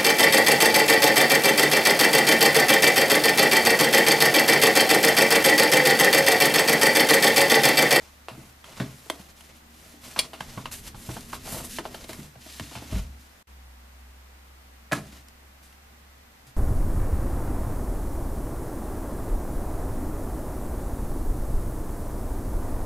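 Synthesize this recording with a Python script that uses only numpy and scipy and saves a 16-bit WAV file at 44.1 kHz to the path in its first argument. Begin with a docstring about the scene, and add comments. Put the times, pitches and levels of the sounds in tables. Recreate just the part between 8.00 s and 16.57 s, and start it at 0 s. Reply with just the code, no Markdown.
"""Hardback pulled from a shelf and shut

A hand works a thick hardback out of a row on a wire shelf: covers knock, a wire clacks, boards slide
and rasp, a thin book topples. After a pause the book, open on a table, is flipped shut with a slap,
pressing air from its pages. Blows are ringing modes plus a noisy crack; rubbing is dense tiny slips.
Heard close by in a small room, over a low drone from outside and microphone hiss."""
import sys
import numpy as np
from scipy import signal
from scipy.fft import rfft, irfft, next_fast_len
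from scipy.io import wavfile
from scipy.ndimage import uniform_filter1d

SR = 44100
rng = np.random.default_rng(int(sys.argv[2]) if len(sys.argv) > 2 else 0)


def master(y):
    """Save y as 16-bit WAV."""
    cut = np.clip(np.atleast_2d(y).T, -1, 1)
    pcm = np.round(cut * 32767)  # scale
    wavfile.write(sys.argv[1], SR, pcm.astype(np.int16))


N = 377748
TIME = np.arange(N) / SR
RING_S = TIME[:SR // 2]  # time axis of one blow

# Steady hiss spectrum. Each row: frequency in Hz, relative density in dB.
AIR_SPECTRUM = [(30, 2.5), (120, 1), (230, 5.5), (380, -1.5), (800, 1), (1250, 0), (2000, -1.5),
                (3200, -6.5), (6300, -10.5), (10000, -12.5), (13000, -10.5), (15000, -14)]
# The thick book is tilted, then drawn out. Each row: time in s, relative effort in dB, sheen in dB.
PULL_CURVE = [(2.939, -45, -6), (2.98, -52.5, 6), (3.116, -41, 1.5), (3.27, -53, 4), (3.354, -40, 2),
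              (3.39, -56, -3), (3.46, -42, 3), (3.52, -38, 7), (3.59, -37.5, 6.5), (3.635, -43.5, 2),
              (3.65, -41.5, 12.5), (3.68, -45.5, 2), (3.72, -48, 9.5), (3.765, -43.5, 5), (3.82, -67, 1)]


def amp(db):
    """Decibels to gain."""
    return 10 ** (np.asarray(db) / 20)


def unit(x, count=None):
    """Scale the first count samples (or all) to rms 1."""
    return x / np.sqrt(np.mean(x[:count] ** 2) + 1e-18)


def curves(table):
    """Interpolate each column over the times in the first."""
    times_s, *columns = np.transpose(table)
    return [np.interp(TIME, times_s, column) for column in columns]


def colour(x, spectrum):
    """Filter by (Hz, dB) rows; output rms 1."""
    size = next_fast_len(len(x))
    hz, db = np.transpose(spectrum)
    bin_db = np.interp(np.log(np.fft.rfftfreq(size, 1 / SR) + 1), np.log(hz), db)
    return unit(irfft(rfft(x, size) * amp(bin_db), size)[:len(x)])


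def band(x, lo_hz, hi_hz):
    """Causal band-pass."""
    sos = signal.butter(3, [lo_hz, min(hi_hz, .48 * SR)], "band", fs=SR, output="sos")
    return signal.sosfilt(sos, x)


def resonate(x, hz, q):
    """One resonance, gain 1 at its centre."""
    return signal.lfilter(*signal.iirpeak(hz, q, fs=SR), x)


def fade(t60_s):
    """Exponential decay."""
    return np.exp(-np.log(1000) * RING_S / max(t60_s, .005))


def envelope(start_s, end_s, attack_s, release_s):
    """Rise from the start, hold until the end, then fall."""
    return np.clip((TIME - start_s) / attack_s, 0, 1) * np.clip(1 - (TIME - end_s) / release_s, 0, 1)


def walk(rate_hz):
    """Smooth random drift, rms 1."""
    steps = rng.standard_normal(N // 100)
    return unit(np.interp(TIME * rate_hz, np.arange(len(steps)), steps))


def add(track, start_s, sound):
    """Mix a sound into a track."""
    start = int(start_s * SR)
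    track[start:start + len(sound)] += sound[:N - start]


def tone(hz, db, waver_db, waver_hz):
    """A sine drifting in level and pitch."""
    gain = np.sqrt(2) * amp(db + waver_db * walk(8.6))
    return gain * np.sin(2 * np.pi * np.cumsum(hz + waver_hz * walk(10)) / SR)


def background():
    """Microphone hiss, a low drone from outside and a faint whine in the room."""
    # Each row: time in s, pitch in Hz, level in dB.
    drone_curve = [(4.3, 70.7, -58.5), (4.68, 66, -48), (4.75, 67, -60), (4.99, 69.4, -38.5),
                   (5.15, 68.2, -45.5), (5.42, 69.2, -63), (5.51, 64.0, -47.5), (5.86, 64.05, -49),
                   (8.03, 68.45, -57), (8.55, 68.3, -63)]
    # Each row: pitch in Hz, level in dB.
    whine_tones = [(770, -75.5), (1986, -78)]
    drone = tone(*curves(drone_curve), waver_db=1.2, waver_hz=.8)
    whine = sum(tone(hz, db, waver_db=0, waver_hz=5.54) for hz, db in whine_tones)
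    return amp(-57.5) * colour(rng.standard_normal(N), AIR_SPECTRUM) + drone + whine


def shelf_rumble(effort):
    """Over a faint steady rumble the shelf shudders under the moving weight, most during the pull."""
    # Each row: frequency in Hz, relative density in dB.
    rumble_spectrum = [(12, -33), (20, 8.5), (124, -1.5), (172, -9.5), (243, 3), (290, -14), (351, -14),
                       (420, -12), (550, -15), (920, -120)]
    handling = envelope(2.4, 4.22, attack_s=.083, release_s=.083)
    gain = amp(-65.5) + amp(-50.5) * (handling + effort)
    return colour(rng.standard_normal(N), rumble_spectrum) * gain


def friction(rate_hz, spread_db, smooth_db):
    """Fibres catch and slip: dense clicks of uneven size over a smooth rub."""
    slips = (rng.random(N) < rate_hz / SR) * rng.standard_normal(N)
    slips *= amp(spread_db * np.minimum(rng.exponential(size=N), 4))
    return unit(slips) + amp(smooth_db) * rng.standard_normal(N)


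def rubbing(effort):
    """Cloth and paper hiss, with a sheen on top, and boards rasp; all three jerk together."""
    # Cloth and paper. Each row: frequency in Hz, relative density in dB.
    hiss_spectrum = [(880, 9), (1500, 6.5), (1870, 8), (2040, -1), (4210, -1), (7500, -4), (11200, -4.5),
                     (13600, -7.5), (15000, -28)]
    # Boards. Same columns.
    rasp_spectrum = [(180, 5.5), (300, 0.5), (642, 1.5), (822, -0.5), (901, 1), (1490, -3), (1870, -23),
                     (2030, -1), (3500, -17), (4550, -63), (7700, -120)]
    jerk = walk(70)
    fine = friction(rate_hz=3000, spread_db=2.8, smooth_db=2)
    coarse = friction(rate_hz=2500, spread_db=2.6, smooth_db=2)
    catching = friction(rate_hz=900, spread_db=2.2, smooth_db=1)
    sheen = band(colour(fine, hiss_spectrum), 7100, SR / 2) * amp(.96 * jerk)
    hiss = band(colour(coarse, hiss_spectrum), 2170, 7600) * amp(1.5 * jerk)
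    rasp = colour(catching, rasp_spectrum) * amp(1.4 * jerk)
    return sleeve(hiss + sheen) + strokes(hiss, sheen, rasp) + pull(effort, hiss, sheen, rasp)


def sleeve(rustle):
    """Cloth stirs unevenly while the arm is at the shelf."""
    at_shelf = envelope(-.35, 5.34, attack_s=.27, release_s=.27)
    return rustle * amp(-60.5 + 2.5 * walk(22.26)) * at_shelf


def strokes(hiss, sheen, rasp):
    """Hands and sleeves brush covers and pages; short strokes start and die away sooner."""
    # Each row: start in s, length in s, hiss in dB, rasp in dB, sheen in dB re hiss, swell in dB.
    brushes = [(0, 0.15, -58, -61, -5, -19), (0.31, 0.17, -61, -56.5, 5.5, 0),
               (0.629, 0.2, -48, -52, -4, 8.5), (0.774, 0.013, -47, -47, -6, -11),
               (0.853, 0.29, -55, -62.5, 2.5, 2), (1.196, 0.023, -55, -66, 0, -2),
               (1.283, 0.027, -55.5, -60, 0, 0), (1.356, 0.11, -54.5, -65.5, -0.5, -3),
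               (1.487, 0.053, -58, -60, -8, -11), (1.716, 0.19, -58.5, -61, 2.5, 7),
               (2.009, 0.24, -44.5, -52.5, 0, -10), (2.176, 0.015, -38, -37.5, -9, 8),
               (2.227, 0.027, -49, -48, -22, 13), (2.375, 0.23, -47.5, -54.5, -2, 5.5),
               (2.711, 0.082, -38.5, -53, 4.5, -10.5), (2.826, 0.051, -45, -57, 1.5, 21),
               (3.695, 0.09, -46, -68, -6, 5), (3.823, 0.19, -47, -54, -1.5, 2),
               (4.078, 0.17, -47.5, -50, 3, -9), (4.384, 0.19, -47, -62.5, -1, 14.5),
               (4.608, 0.15, -45.5, -60, -3.5, 10), (4.804, 0.11, -49.5, -55.5, -1, 7),
               (4.912, 0.075, -42.5, -46, -1.5, 1), (4.983, 0.087, -58, -59, -3, -7),
               (6.944, 0.042, -40, -43, -11, -3), (7.025, 0.15, -49.5, -59, -2.5, 3),
               (7.621, 0.11, -59, -78, 3.5, -15), (8.466, 0.038, -50, -79, -1, -11)]
    attack_share, release_share = .15, .26
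    out = np.zeros(N)
    for start_s, length_s, hiss_db, rasp_db, sheen_db, swell_db in brushes:
        along = (TIME - start_s) / length_s
        push = np.clip(along / attack_share, 0, 1) * amp(swell_db * (np.clip(along, 0, 1) - .5))
        speed = push * np.exp(-np.clip((along - 1) / release_share, 0, 20))
        out += speed * (amp(hiss_db) * (hiss + amp(sheen_db) * sheen) + amp(rasp_db) * rasp)
    return out


def blows(rows, modes, crack_db, focus_db_per_oct, rustle_db, rustle_t60_s, edge_db, contact_s,
          body_db, hollow_db, hollow_q, damping):
    """Each blow rings the modes nearest its pitch most; the contact cracks and the pages rustle on."""
    bands_hz = [(360, 1450), (1450, 4600), (4600, 12000)]  # board, edge, tick
    reference_hz, edge_db_per_oct = 810, 3.5
    onset_samples, snap_s = 350, .00008
    snap = unit(np.exp(-RING_S / snap_s), onset_samples)  # hard edges meeting squarely
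    out = np.zeros(N)
    for start_s, level_db, ring_hz, hollow_hz, bright_db, t60_s, snap_db in rows:
        ring = 0
        for mode_hz, mode_db, mode_t60_s in modes:
            detune, polarity = rng.standard_normal(2)
            gain = np.sign(polarity) * amp(mode_db - focus_db_per_oct * abs(np.log2(mode_hz / ring_hz)))
            ring += gain * np.sin(2 * np.pi * mode_hz * (1 + detune / 200) * RING_S) * fade(mode_t60_s)
        ring *= fade(t60_s) ** damping  # a firmly held book rings less
        # surfaces meet at a few high spots, so the crack is spiky
        spikes = rng.standard_normal(len(RING_S)) * amp(3 * rng.standard_normal(len(RING_S)))
        crack = spikes * (fade(t60_s) + amp(rustle_db) * fade(rustle_t60_s))
        # a soft contact is dull and builds force slowly
        hardness = amp(bright_db) * ring_hz / reference_hz
        force = 1 - np.exp(-RING_S * hardness / contact_s)
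        hit = (unit(ring, onset_samples) + amp(crack_db) * unit(crack, onset_samples)) * force
        hit += amp(snap_db) * snap
        # the struck board resonates broadly, its overhanging edge narrowly and higher
        body = amp(body_db) * resonate(hit, ring_hz, q=2.15)
        hollow = amp(hollow_db) * resonate(hit, hollow_hz, hollow_q)
        hit += body + hollow
        lift_db = edge_db + edge_db_per_oct * np.log2(ring_hz / reference_hz)
        for band_hz, band_db in zip(bands_hz, [0, bright_db + lift_db, 2 * bright_db]):
            add(out, start_s, amp(level_db + band_db) * unit(band(hit, *band_hz), onset_samples))
    return out


def cover_knocks():
    """Covers and fingers knock, ringing the boards."""
    # Each row: start in s, level in dB, ring pitch in Hz, hollow edge in Hz, brightness in dB per band,
    # crack t60 in s, contact snap in dB.
    knocks = [(.2845, -34, 690, 2700, -8, 0.24, 4.5), (.642, -49, 1200, 3270, -3, 0.031, -4),
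              (.683, -53, 696, 2100, -8, 0.055, -15), (.8005, -35, 1790, 1830, -7, .11, -1.5),
              (.8025, -37.5, 600, 1700, -8.5, 0.18, -24), (1.061, -50, 425, 2500, -21, 0.037, -21),
              (1.0995, -29.5, 890, 3200, -2, .018, -1.5), (1.1003, -31.5, 505, 3250, -8, 0.02, -9),
              (1.1945, -47.5, 430, 3240, -10, .03, -7), (1.21, -58, 900, 3200, 1, .05, -15),
              (1.4075, -55, 807, 3000, 1, .018, -5), (2.161, -33.5, 950, 1520, -8.5, 0.15, -23.5),
              (2.19, -34.5, 573, 2170, -4, .082, -7), (2.332, -40, 720, 2790, -5.5, 0.16, -22),
              (2.4055, -31.5, 886, 1580, -7, 0.05, -12), (2.574, -37.5, 920, 2140, -11.5, 0.086, -26),
              (2.6565, -32.5, 1020, 2760, -8, .06, -1), (2.7135, -52, 700, 2500, 2.5, .04, -13),
              (2.944, -45, 840, 4100, -13, .055, -18), (3.089, -38.5, 450, 2500, -14, 0.059, -25),
              (3.1675, -36, 765, 1630, -17, .04, -5.5), (3.2085, -81.5, 1500, 4540, 17, .011, 0),
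              (3.329, -31, 970, 1500, -13.5, 0.071, -12), (3.349, -52, 880, 3000, -3, .04, -9.5),
              (3.541, -39, 560, 2500, -15, 0.055, -20), (3.7855, -31.5, 900, 1490, -5, 0.068, -1.5),
              (3.8535, -31, 650, 3080, -14, 0.041, -5), (3.944, -37.5, 716, 3940, -6.5, 0.042, -11),
              (4.041, -44, 520, 3830, -2.5, 0.038, -12), (4.091, -40.5, 508, 3870, -4, 0.13, -20),
              (4.131, -51, 900, 3500, 3.5, 0.022, -10), (4.354, -48.5, 586, 2500, -13, .05, -20),
              (4.461, -50, 714, 2500, -13, 0.12, -20), (4.5975, -37.5, 800, 1840, -2.5, .035, 6),
              (4.606, -47.5, 910, 3000, -2, .02, -10), (4.713, -48, 829, 2500, -22, 0.073, -20),
              (4.753, -38.5, 854, 2480, -8.5, 0.2, -6), (4.819, -46.5, 700, 2500, -23, .077, -18),
              (4.923, -43, 600, 2680, -8, .25, -25), (7.285, -79, 1930, 3500, 13.5, .01, -12),
              (7.726, -70, 1893, 3000, 4, .037, -16)]
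    # Each row: frequency in Hz, relative level in dB, t60 in s.
    cover_modes = [(317, 2.5, 0.063), (470, -1.5, 0.03), (677, 2, 0.032), (868, -12, 0.1), (904, 2, 0.018),
                   (1080, 5.5, 0.019), (1245, -5, 0.074), (1580, 12, 0.014), (1850, 1, 0.047),
                   (2110, 17.5, 0.016), (2665, 15.5, 0.028), (3127, 21, 0.019), (4400, -18, .025)]
    return blows(knocks + catches(count=7), cover_modes, crack_db=5, focus_db_per_oct=8,
                 rustle_db=-25, rustle_t60_s=.16, edge_db=4.5, contact_s=.00051,
                 body_db=1.5, hollow_db=3.5, hollow_q=11.4, damping=.24)


def thumps(thud_db=-4, stiffening=.19, rise_s=.0011):
    """A book bounces on its support, which is stiffest while squeezed; the pages add a dull thud."""
    # Each row: start in s, settled pitch in Hz, relative level in dB, t60 in s.
    landings = [(.313, 114, -46.5, 0.18), (.374, 133.5, -45.5, 0.19), (.8005, 130, -30.5, 0.13),
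                (.804, 250, -38, 0.11), (1.0996, 263, -41, 0.022), (1.194, 166, -47.5, 0.044),
                (1.94, 286, -53.5, 0.047), (2.163, 202, -46, 0.1), (2.189, 253, -47, .07),
                (2.332, 290, -51, 0.066), (2.406, 150, -46, 0.054), (2.572, 106, -36.5, 0.13),
                (2.574, 245, -48.5, 0.046), (2.943, 110, -45.5, 0.053), (3.087, 116, -34.5, 0.088),
                (3.164, 110, -45, 0.18), (3.329, 294, -48, 0.066), (3.462, 101.4, -50, 0.23),
                (3.52, 140, -39.5, 0.11), (3.786, 327, -41, 0.096), (3.787, 140, -45, .06),
                (4.092, 293, -45, 0.11), (4.187, 142, -41, 0.13), (4.361, 111, -50, 0.092),
                (4.462, 260, -52.5, 0.04), (4.598, 234, -45, .035), (4.608, 102, -38, 0.066),
                (4.716, 243, -49.5, 0.073), (4.759, 111, -39.5, 0.18), (4.821, 260, -45, 0.043),
                (4.922, 47.7, -30.5, 0.29), (4.92, 89, -28.5, 0.1), (4.924, 210, -40.5, .12),
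                (4.955, 105, -33.5, .16), (6.92, 166, -35, 0.097), (6.922, 289, -37.5, 0.13),
                (6.924, 121, -33.5, 0.1), (6.93, 68, -50, 0.7), (6.955, 201, -41.5, 0.33),
                (8.467, 125, -56.5, .14)]
    push = 1 - np.exp(-RING_S / rise_s)
    out = np.zeros(N)
    for start_s, hz, db, t60_s in landings:
        glide_hz = hz * (1 + stiffening * fade(t60_s / 2))
        swing = np.sin(2 * np.pi * np.cumsum(glide_hz) / SR)
        thud = unit(band(rng.standard_normal(len(RING_S)), hz / 2, hz * 2), count=1800)
        bounce = band((swing + amp(thud_db) * thud) * push * fade(t60_s), hz / 2, hz * 4)
        add(out, start_s, amp(db) * unit(bounce, count=900))
    return out


def hum(flutter_db=3, waver_hz=.725):
    """A faint rough hum comes and goes: overtones of one low pitch, each fluttering on its own."""
    # Each row: time in s, fundamental in Hz, level in dB.
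    hum_curve = [(.9, 76.6, -74), (1.5, 77.8, -61), (2.2, 80.67, -57.5), (2.9, 81.6, -59),
                 (3.8, 81.56, -52), (4.3, 79, -62), (5.2, 82.6, -63)]
    # Each row: harmonic number, relative level in dB.
    harmonics = [(2, -8), (3, 1.5), (4, -7), (5, -12)]
    hz, level_db = curves(hum_curve)
    phase = 2 * np.pi * np.cumsum(hz + waver_hz * walk(25.28)) / SR
    overtones = sum(amp(db + flutter_db * walk(35)) * np.sin(k * phase) for k, db in harmonics)
    gate = envelope(hum_curve[0][0], hum_curve[-1][0], attack_s=.27, release_s=.27)
    return amp(level_db) * overtones * gate


def wire_clack(start_s=2.1896, rise_s=.00082):
    """A cover snaps past a shelf wire: the wire rings under the short crack of the board."""
    # Each row: frequency in Hz, relative level in dB, t60 in s.
    wire_modes = [(567, -12, .05), (1028, -13, .06), (2191, -5, .035), (2376, -3, .055), (2830, -2, .045),
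                  (3353, 0, .04), (4176, 0, .035), (4438, -1, .035), (4741, 1, .035), (5280, -5, .04),
                  (7379, -7, .045), (8534, -5, .045), (9124, -6, .045), (9830, -8, .04)]
    # Each row: frequency in Hz, relative density in dB.
    crack_spectrum = [(250, -13), (550, 0), (1400, -9), (2100, 5), (4600, 3.5), (6300, 0.5), (7900, -6),
                      (9300, 4), (11000, -1.5), (14000, -13)]
    ring = sum(amp(db) * np.sin(2 * np.pi * (hz * RING_S + rng.random())) * fade(t60_s)
               for hz, db, t60_s in wire_modes)
    crack = colour(rng.standard_normal(len(RING_S)), crack_spectrum) * fade(t60_s=.054)
    force = 1 - np.exp(-RING_S / rise_s)
    out = np.zeros(N)
    add(out, start_s, amp(-19) * unit(ring * force, count=350))
    add(out, start_s, amp(-20.5) * unit(crack * force, count=350))
    return out


def pull_effort(ramp_s=.036):
    """How hard the thick book slides, 0 to 1."""
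    db, _ = curves(PULL_CURVE)
    return amp(db - db.max()) * envelope(PULL_CURVE[0][0], PULL_CURVE[-1][0] - ramp_s, ramp_s, ramp_s)


def pull(effort, hiss, sheen, rasp, free_s=3.65):
    """Wedged boards rasp more than in proportion to effort; once they are free, only pages brush."""
    _, sheen_db = curves(PULL_CURVE)
    wedged = envelope(PULL_CURVE[0][0], free_s, attack_s=.036, release_s=.069)
    pages = amp(-36.5) * effort * (hiss + amp(sheen_db) * sheen)
    boards = amp(-42.5) * wedged * effort ** 1.33 * rasp
    return pages + boards


def catches(count, start_s=3.44, end_s=3.66):
    """Boards catch on their neighbours as the book runs out: rows of dull random knocks."""
    hollow_hz, bright_db, t60_s, snap_db = 2500, -15, .07, -20
    rows = []
    for k, (delay, size, pitch) in enumerate(rng.random((count, 3))):
        time_s = start_s + (k + delay) / count * (end_s - start_s)
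        level_db = -44.5 + 5 * (2 * size - 1)
        ring_hz = 560 * 2 ** (pitch - .5)
        rows.append((time_s, level_db, ring_hz, hollow_hz, bright_db, t60_s, snap_db))
    return rows


def closing_slap():
    """The closing half lands in a quick riffle, pages first and board last, ringing the table."""
    # Each row: start in s, level in dB, ring pitch in Hz, hollow edge in Hz, brightness in dB per band,
    # crack t60 in s, contact snap in dB.
    slaps = [(6.9135, -34, 850, 2000, -9.5, .069, -24), (6.9208, -24.5, 603, 2450, -6, .028, 0),
             (6.9238, -32, 1100, 1970, -5, .025, -7), (6.9292, -29, 1250, 1700, -3, .024, -10),
             (6.9315, -28.5, 1620, 1720, -6.5, 0.022, -5)]
    # Each row: frequency in Hz, relative level in dB, t60 in s.
    table_modes = [(450, -6, .05), (570, -4, .04), (615, -4, .04), (745, -7, .035), (850, -9, .035),
                   (1050, -5, .05), (1308, -5, .04), (1590, -3, .025), (1690, 1, .03), (1745, -1, .035),
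                   (1945, -4, .04), (2250, -4, .03), (2450, -3, .03), (2900, -9, .03)]
    return blows(slaps, table_modes, crack_db=1, focus_db_per_oct=2.5,
                 rustle_db=-11.5, rustle_t60_s=.3, edge_db=5.5, contact_s=.00018,
                 body_db=6, hollow_db=3, hollow_q=8, damping=.056)


def wall_echo(x, delay_s, db):
    """First bounce off a nearby surface."""
    return amp(db) * np.pad(x, (int(delay_s * SR), 0))[:N]


def room_reverb(x, build_s=.0013):
    """Diffuse echoes in octave bands, drawn anew on each call; the lows stay longest."""
    # Each row: frequency in Hz, t60 in s.
    room_decay = [(70, 0.3), (160, 0.61), (420, 0.44), (1100, 0.19), (3000, 0.17), (10000, 0.16)]
    hz, t60_s = np.transpose(room_decay)
    tail = 0
    for centre_hz in 62.5 * 2 ** np.arange(9):
        noise = band(rng.standard_normal(len(RING_S)), centre_hz / np.sqrt(2), centre_hz * np.sqrt(2))
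        tail += noise * fade(np.interp(np.log(centre_hz), np.log(hz), t60_s))
    tail *= 1 - np.exp(-RING_S / build_s)
    return signal.fftconvolve(x, tail / np.linalg.norm(tail))[:N]


def stereo_side(near):
    """Near surfaces, the room and the hiss give a little width, mostly above the bass."""
    scatter = unit(rng.standard_normal(200)) / np.sqrt(200)
    side = amp(-23) * room_reverb(near) + amp(-12.5) * signal.fftconvolve(near, scatter)[:N]
    side += amp(-6.5) * band(room_reverb(near), 6300, 12900)
    side += amp(-56.5) * colour(rng.standard_normal(N), AIR_SPECTRUM)
    return band(side, 360, 8500) + amp(-16.5) * band(side, 20, 230)


def scene():
    """Books close in front, the room around them; left and right."""
    hits = cover_knocks() + wire_clack() + closing_slap()
    hits += wall_echo(hits, delay_s=.0079, db=-34)
    effort = pull_effort()
    near = hits + amp(1.5) * thumps() + rubbing(effort) + shelf_rumble(effort)
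    mid = near + amp(-12) * room_reverb(near) + background() + hum()
    side = stereo_side(near)
    return np.array([mid + side, mid - side])


def record(dry):
    """The level dips briefly between shelf and table; the top treble is cut."""
    dip_start_s, dip_end_s, dip_db = 5.428, 5.472, -22.5
    top_hz = 15100
    gate = uniform_filter1d(1. * ((TIME < dip_start_s) | (TIME > dip_end_s)), size=200)
    lowpass = signal.ellip(10, .2, 70, top_hz, fs=SR, output="sos")
    return signal.sosfilt(lowpass, dry * np.maximum(gate, amp(dip_db)))


dry = scene()
out = record(dry)
master(out)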